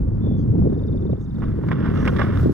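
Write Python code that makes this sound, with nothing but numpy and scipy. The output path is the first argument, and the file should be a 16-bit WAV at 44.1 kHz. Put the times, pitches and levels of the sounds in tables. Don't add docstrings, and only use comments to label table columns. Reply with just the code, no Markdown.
import sys
import numpy as np
from scipy import signal
from scipy.fft import rfft, irfft, next_fast_len
from scipy.io import wavfile
from scipy.ndimage import uniform_filter1d, map_coordinates

SR = 44100
rng = np.random.default_rng(int(sys.argv[2]) if len(sys.argv) > 2 else 0)


def unload_audio(sound):
    columns = np.transpose(np.atleast_2d(sound))
    steps = np.round(np.clip(columns, -1, 1) * 32767)
    wavfile.write(sys.argv[1], SR, steps.astype(np.int16))


N = 111573
T = np.arange(N) / SR
SIDES = np.array([[.5], [-.5]])


def amp(db):
    return 10 ** (np.asarray(db) / 20)


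def unit(x):
    return x / np.sqrt(np.mean(x ** 2) + 1e-20)


def along(points, hz):
    f, v = np.transpose(points)
    return np.interp(np.log(hz + 1), np.log(f + 1), v)


def curve(rows, axis=1):
    cols = np.transpose(rows)
    return np.interp(T, cols[0], cols[axis])


def wobble(rate):
    return map_coordinates(rng.standard_normal(4096), [T * rate], mode="wrap")


def filtered(x, response):
    m = next_fast_len(N + 8192)
    return irfft(rfft(x, m) * response(np.fft.rfftfreq(m, 1 / SR)), m)[..., :N]


def ports(pair, colour, alike):
    def response(hz):
        angle = np.arccos(np.clip(along(alike, hz), -.99, .99)) / 2
        return amp(along(colour, hz)) * [np.cos(angle), np.sin(angle)]
    mid, side = filtered(pair, response)
    return unit(np.array([mid + side, mid - side]))


def leading(x, phase):
    return filtered(x, lambda hz: np.exp(1j * along(phase, hz) * SIDES))


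def white():
    return rng.standard_normal((2, N))


def steadied(x, size):
    return x / np.sqrt(np.abs(uniform_filter1d(np.mean(x ** 2, axis=0), size)) + 1e-6)


# (time [s], relative level [dB])
RUMBLE_LEVEL = [(0.0, -20), (0.47, -26), (0.51, -16), (0.57, -28.5), (0.61, -16.5), (0.7, -27.5),
                (0.91, -23.5), (1.1, -26), (1.3, -32.5), (1.5, -23), (1.72, -33), (1.88, -23.5),
                (2.3, -24.5), (2.41, -17.5), (2.53, -29.5)]
# (frequency [Hz], density [dB per Hz])
RUMBLE_SPECTRUM = [(15, -17.5), (27, -4.5), (38, -9.5), (52, -2.5), (70, -1.5), (100, 0), (140, -13),
                   (260, -41.5), (600, -84)]


def rumble():
    noise = steadied(ports(white(), RUMBLE_SPECTRUM, [(60, 0.99)]), size=2600)
    return noise * amp(curve(RUMBLE_LEVEL) + 0.76)


# (time [s], relative level [dB])
BUFFET_LEVEL = [(0.0, -17), (0.03, -27), (0.12, -25.5), (0.3, -20), (0.54, -19), (0.62, -15), (0.86, -29),
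                (0.9, -19.5), (1.01, -28), (1.13, -17.5), (1.16, -32.5), (1.32, -26), (1.39, -23),
                (1.63, -25.5), (1.66, -19.5), (2.32, -21), (2.4, -24.5), (2.42, -17), (2.51, -17),
                (2.53, -29)]
# (frequency [Hz], density [dB per Hz])
BUFFET_SPECTRUM = [(50, -33), (90, -14.5), (125, -0.5), (200, -2), (280, -8.5), (400, -24), (700, -49),
                   (2000, -87)]


def buffet():
    noise = steadied(ports(white(), BUFFET_SPECTRUM, [(200, 0.92)]), size=1500)
    return noise * amp(curve(BUFFET_LEVEL) - 1.1)


# (time [s], relative level [dB])
FLUTTER_LEVEL = [(0.0, -35), (0.22, -38.5), (0.28, -30.5), (0.42, -38.5), (0.57, -32.5), (0.74, -28.5),
                 (0.83, -35), (1.04, -32.5), (1.16, -39), (1.33, -49), (1.41, -36), (1.77, -34),
                 (1.95, -30), (2.25, -28.5), (2.41, -34), (2.46, -24.5), (2.53, -36)]
# (frequency [Hz], density [dB per Hz])
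FLUTTER_SPECTRUM = [(120, -35.5), (230, -4.5), (310, 0.5), (430, -4.5), (560, -13.5), (800, -28.5),
                    (1500, -46), (4000, -61.5), (12000, -89.5)]


def flutter():
    eddies = white() * amp(4.6 * wobble(95))
    noise = steadied(ports(eddies, FLUTTER_SPECTRUM, [(300, 0.79), (700, 0.75)]), size=2000)
    return noise * amp(curve(FLUTTER_LEVEL) + 2)


# (time [s], relative level [dB])
PUFF_EVENTS = [(.274, -18), (.311, -20), (.553, -18), (.621, -17), (.657, -15), (.666, -14), (.674, -12),
               (.729, -17), (.766, -22), (.948, -19), (1.055, -17), (1.099, -12), (1.134, -16), (1.59, -18),
               (2.46, -13), (2.497, -12)]
# (frequency [Hz], density [dB per Hz])
PUFF_SPECTRUM = [(120, -19), (230, -7), (330, -6), (450, -3.5), (580, -15), (800, -24), (1500, -48.5),
                 (4000, -74.5), (12000, -97)]
PUFF_S, PUFF_DB = .003, -7
PUSH_S, PUSH_DB = .0008, -1


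def puffs():
    bursts = sum(amp(db + PUFF_DB) * np.exp(-.5 * ((T - s) / PUFF_S) ** 2) for s, db in PUFF_EVENTS)
    noise = steadied(ports(white(), PUFF_SPECTRUM, [(300, 0.99)]), size=600) * bursts
    push = lambda u: (1 - u ** 2) * np.exp(-.5 * u ** 2)
    return noise + sum(amp(db + PUSH_DB) * push((T - s) / PUSH_S) for s, db in PUFF_EVENTS)


# (frequency [Hz], lead of the left port [rad])
EDDY_LEAD = [(40, .3), (90, .55), (170, 1), (300, 1.5), (500, 1.7), (900, 1.5)]
TURN_AT_S, TURN_S = 2.41, .03


def wind():
    pair = rumble() + buffet() + flutter() + puffs()
    to_ends = np.minimum(T, T[-1] - T)
    pair = pair * np.sin(np.clip(to_ends / .008, 0, 1) * np.pi / 2) ** 2
    left_first = leading(pair, EDDY_LEAD)
    turned = np.clip((T - TURN_AT_S) / TURN_S, 0, 1) * np.pi / 2
    return np.cos(turned) ** 2 * left_first + np.sin(turned) ** 2 * left_first[::-1]


# (frequency [Hz], density [dB per Hz])
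HOUSING_SPECTRUM = [(200, -14.5), (500, 4), (800, -4), (1100, 3), (1400, 3), (1750, -2), (2100, -8),
                    (2550, -18.5), (2850, -13.5), (3050, -22), (3300, -16), (3700, -22), (4200, -36.5),
                    (5200, -29), (6500, -43), (8000, -48), (11000, -49.5), (15500, -51)]
# (frequency [Hz], left minus right [dB])
HOUSING_BALANCE = [(300, -1.5), (700, -7), (1300, -3), (2400, -8.5), (4400, -16), (8000, -0.5)]
# (frequency [Hz], left-right likeness [1 = alike])
HOUSING_COHERENCE = [(400, 0.9), (700, 1), (1100, 0.98), (1800, 0.91), (2550, 0.96), (3100, 0.28),
                     (6800, 0.4), (12000, .6)]
# (frequency [Hz], lead of the left port [rad])
HOUSING_LEAD = [(600, 1.6), (1000, .85), (1500, 0), (2100, -.8), (2900, -1.4), (3500, -2.7), (5000, -3),
                (6500, -5.3), (9000, -6.1)]


def slips(rate, scatter_db, smooth):
    sizes = amp(scatter_db * np.clip(rng.standard_normal(N), -2, 2))
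    grains = (rng.random(N) < rate / SR) * sizes * np.sign(white())
    sound = ports(unit(grains) + smooth * white(), HOUSING_SPECTRUM, HOUSING_COHERENCE)
    sound = leading(sound, HOUSING_LEAD)
    return unit(filtered(sound, lambda hz: amp(along(HOUSING_BALANCE, hz) * SIDES)))


# (time [s], level [dB])
RUB_LEVEL = [(0, -84), (1.3, -68), (1.44, -47.5), (1.6, -51), (1.73, -40.5), (1.79, -40), (1.85, -32.5),
             (1.93, -41), (2.01, -34), (2.13, -39.5), (2.24, -32.5), (2.33, -38), (2.42, -38),
             (2.47, -47.5)]
SLIPS_PER_S, SLIP_SCATTER_DB, RUB_SMOOTH, RUB_SWAY_DB = 1600, 3.5, .45, 1.5


def rub():
    noise = steadied(slips(SLIPS_PER_S, SLIP_SCATTER_DB, RUB_SMOOTH), size=1200)
    return noise * amp(curve(RUB_LEVEL) + RUB_SWAY_DB * wobble(50))


# (time [s], length [s], level [dB], brightness [dB per octave])
SCUFF_EVENTS = [(1.383, 0.0039, -36, -15), (1.42, 0.022, -36, -3), (1.635, 0.0069, -33.5, -6.5),
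                (1.685, 0.0059, -34, 3), (1.7119, 0.0048, -22, -1.5), (1.721, 0.011, -32, -0.5),
                (1.828, 0.011, -49, 7), (1.967, 0.0049, -38, 0), (1.972, 0.0078, -35, 4),
                (2.052, 0.003, -33.5, 8), (2.061, .003, -31.5, 4), (2.0712, 0.0023, -23, -4),
                (2.0763, 0.0037, -20, 4), (2.083, 0.011, -27.5, -1.5), (2.162, 0.0093, -33.5, 3),
                (2.185, 0.0098, -29.5, 2), (2.192, 0.014, -23.5, -2.5), (2.211, 0.0034, -25, -4),
                (2.2152, 0.006, -21, -1), (2.225, .012, -37, 4.5)]
SCUFF_ATTACK_S, SCUFF_T60_S, SCUFF_COLOUR_DB = .001, .024, 2.5
SCUFF_SLIPS_PER_S, SCUFF_SCATTER_DB, SCUFF_SMOOTH = 1300, 3, .2


def scuffs():
    rough = slips(SCUFF_SLIPS_PER_S, SCUFF_SCATTER_DB, SCUFF_SMOOTH)
    out = 0
    for s, length, db, tilt_db in SCUFF_EVENTS:
        spot = SCUFF_COLOUR_DB * rng.standard_normal(28)
        spot_hz = np.geomspace(500, 8000, len(spot))

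        def colour(hz):
            tilt = tilt_db * np.log2(np.clip(hz, 500, 5000) / 1400)
            return amp(tilt + np.interp(hz, spot_hz, spot))
        attack = np.clip((T - s) / SCUFF_ATTACK_S, 0, 1)
        decay = amp(-60 * np.maximum(T - s - length, 0) / SCUFF_T60_S)
        out = out + amp(db) * attack * decay * steadied(filtered(rough, colour), size=220)
    return out


# (time [s], level [dB])
SLIDE_LEVEL = [(0, -92), (1.3, -76.5), (1.42, -69.5), (1.6, -73.5), (1.685, -65), (1.76, -74.5),
               (2.0, -61.5), (2.17, -59), (2.31, -63), (2.41, -54), (2.47, -59.5)]
# (frequency [Hz], density [dB per Hz])
HISS_SPECTRUM = [(2000, -16), (3500, 10.5), (5500, 7), (7500, 1.5), (9000, 0), (11000, 2), (12500, -3),
                 (14500, 2.5), (16000, -3.5)]
HISS_SWAY_DB = .9


def slide():
    grain = white() * amp(1.8 * wobble(280))
    hiss = ports(grain, HISS_SPECTRUM, [(4000, 0.14), (12000, 0.53)])
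    return hiss * amp(curve(SLIDE_LEVEL) + HISS_SWAY_DB * wobble(59))


def hand():
    return rub() + scuffs() + slide()


# (time [s], level [dB])
TICK_EVENTS = [(1.131, -51), (1.345, -56), (2.373, -36)]
TICK_T60_S = .02


def ticks():
    shape = sum(amp(db - 60 * np.abs(T - s) / TICK_T60_S) * (T > s) for s, db in TICK_EVENTS)
    noise = slips(SLIPS_PER_S, SLIP_SCATTER_DB, RUB_SMOOTH)
    return shape * unit(filtered(noise, lambda hz: np.clip(hz / 3000, 0, 1) ** 2))


def tone(hz):
    return np.sqrt(2) * np.sin(2 * np.pi * np.cumsum(hz) / SR)


def during(rows):
    return (T > rows[0][0]) * (T < rows[-1][0])


# (time [s], pitch [Hz], level [dB])
WHISTLE_PATH = [(.2005, 3520, -78), (.222, 3520, -61), (.26, 3520, -52.5), (.292, 3490, -58),
                (.312, 3490, -55.5), (.37, 3510, -58), (.38, 3350, -67), (.415, 3290, -63),
                (.445, 3150, -80)]
BUZZ_HZ, BUZZ_RISE_HZ, BUZZ_DIP_DB, WHISTLE_ROUGH_HZ = 68.7, 200, 15, 35


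def whistle():
    cycle = ((T - WHISTLE_PATH[0][0]) * BUZZ_HZ) % 1
    pulses = amp(-BUZZ_DIP_DB * np.cos(np.pi * cycle) ** 4)
    hz = curve(WHISTLE_PATH, axis=1) + BUZZ_RISE_HZ * (cycle - .5) + WHISTLE_ROUGH_HZ * wobble(300)
    return tone(hz) * amp(curve(WHISTLE_PATH, axis=2)) * pulses * during(WHISTLE_PATH)


# (time [s], level [dB])
TRILL_NOTES = [(0.6468, -64), (0.6983, -61.5), (0.7432, -58.5), (0.791, -56.5), (0.8345, -56.5),
               (0.8822, -54), (0.927, -56), (0.9742, -55), (1.0223, -57.5), (1.067, -58), (1.1149, -57.5),
               (1.1644, -64), (1.2104, -59.5), (1.2597, -61), (1.3069, -58.5), (1.3566, -56.5),
               (1.405, -59), (1.4538, -57.5)]
# (time from its start [s], pitch [Hz], level relative to the note [dB])
NOTE_SWEEP = [(0, 6300, -26), (.008, 5200, -14.5), (.014, 4700, -14), (.018, 4000, -22), (.021, 3720, -2),
              (.0265, 3560, 0), (.031, 3470, -18)]
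NOTE_LEAD_S = 0.0205
SWEEP_ROUGH, SWEEP_JITTER_PER_S = .32, 900


def trill():
    song = 0
    for s, db in TRILL_NOTES:
        note = np.array(NOTE_SWEEP) + [s - NOTE_LEAD_S, 0, db]
        hz = curve(note, axis=1)
        jitter = SWEEP_ROUGH * (hz - hz.min()) * wobble(SWEEP_JITTER_PER_S)
        song = song + tone(hz + jitter) * amp(curve(note, axis=2)) * during(note)
    return song


# (time [s], level [dB])
CHIP_EVENTS = [(.146, -73)]
CHIP_S, CHIP_START_HZ, CHIP_END_HZ = .014, 6000, 4000


def chips():
    song = 0
    for s, db in CHIP_EVENTS:
        u = np.clip((T - s) / CHIP_S, 0, 1)
        song = song + amp(db) * np.sin(np.pi * u) * tone(np.interp(u, [0, 1], [CHIP_START_HZ, CHIP_END_HZ]))
    return song


# (time [s], length [s], centre [Hz], width [octaves], level [dB])
RASP_EVENTS = [(.376, .06, 3300, .1, -69), (.376, .06, 4600, .15, -71), (.366, .075, 6250, .09, -71.5),
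                (1.193, .068, 6300, .19, -70), (1.935, .2, 5800, .11, -63)]
RASP_ROUGH_DB = 2.5


def rasps():
    song = 0
    for s, length, centre, width, db in RASP_EVENTS:
        band = lambda f: 1 / (1 + (np.log2((f + 1) / centre) / width) ** 2)
        noise = unit(filtered(rng.standard_normal(N), band))
        shape = np.sqrt(np.abs(np.sin(np.pi * np.clip((T - s) / length, 0, 1))))
        song = song + amp(db + RASP_ROUGH_DB * wobble(260)) * noise * shape
    return song


# (frequency [Hz], lead of the left port [rad])
BIRD_LEAD = [(2500, 1.2), (3500, 1.7), (3900, 2), (4650, 5.4), (6000, 6.25)]
BIRD_ROOM_DB, TREES_T60_S = -13, 0.61


def bird():
    song = whistle() + trill() + chips() + rasps()
    tail = white() * amp(-60 * T / TREES_T60_S)
    echo = signal.fftconvolve(song[None], tail / np.linalg.norm(tail[0]), axes=1)[:, :N]
    return leading(song, BIRD_LEAD) + amp(BIRD_ROOM_DB) * echo


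# (time [s], mean level of the two ports [dB])
RUSH_LEVEL = [(.48, -55), (.58, -54.5), (.76, -52.5), (.88, -55.5)]
# (frequency [Hz], density [dB per Hz])
RIVER_SPECTRUM = [(200, -17), (700, 2.5), (1200, -1.5), (1700, -8), (2500, -21.5), (3500, -23.5),
                  (5000, -30), (8000, -36.5), (15000, -38.5)]
RIVER_PAN_DB = -3.5


def river():
    rush = ports(white(), RIVER_SPECTRUM, [(600, 0.11), (1400, 0.62), (3000, 0.02), (9000, 0.83)])
    return rush * amp(curve(RUSH_LEVEL) + 1.1 * wobble(36) + RIVER_PAN_DB * SIDES)


def scene():
    return wind() + hand() + ticks() + bird() + river()


TOP_HZ = 15780


def record(dry):
    return filtered(dry, lambda hz: hz < TOP_HZ)


dry = scene()
out = record(dry)
unload_audio(out)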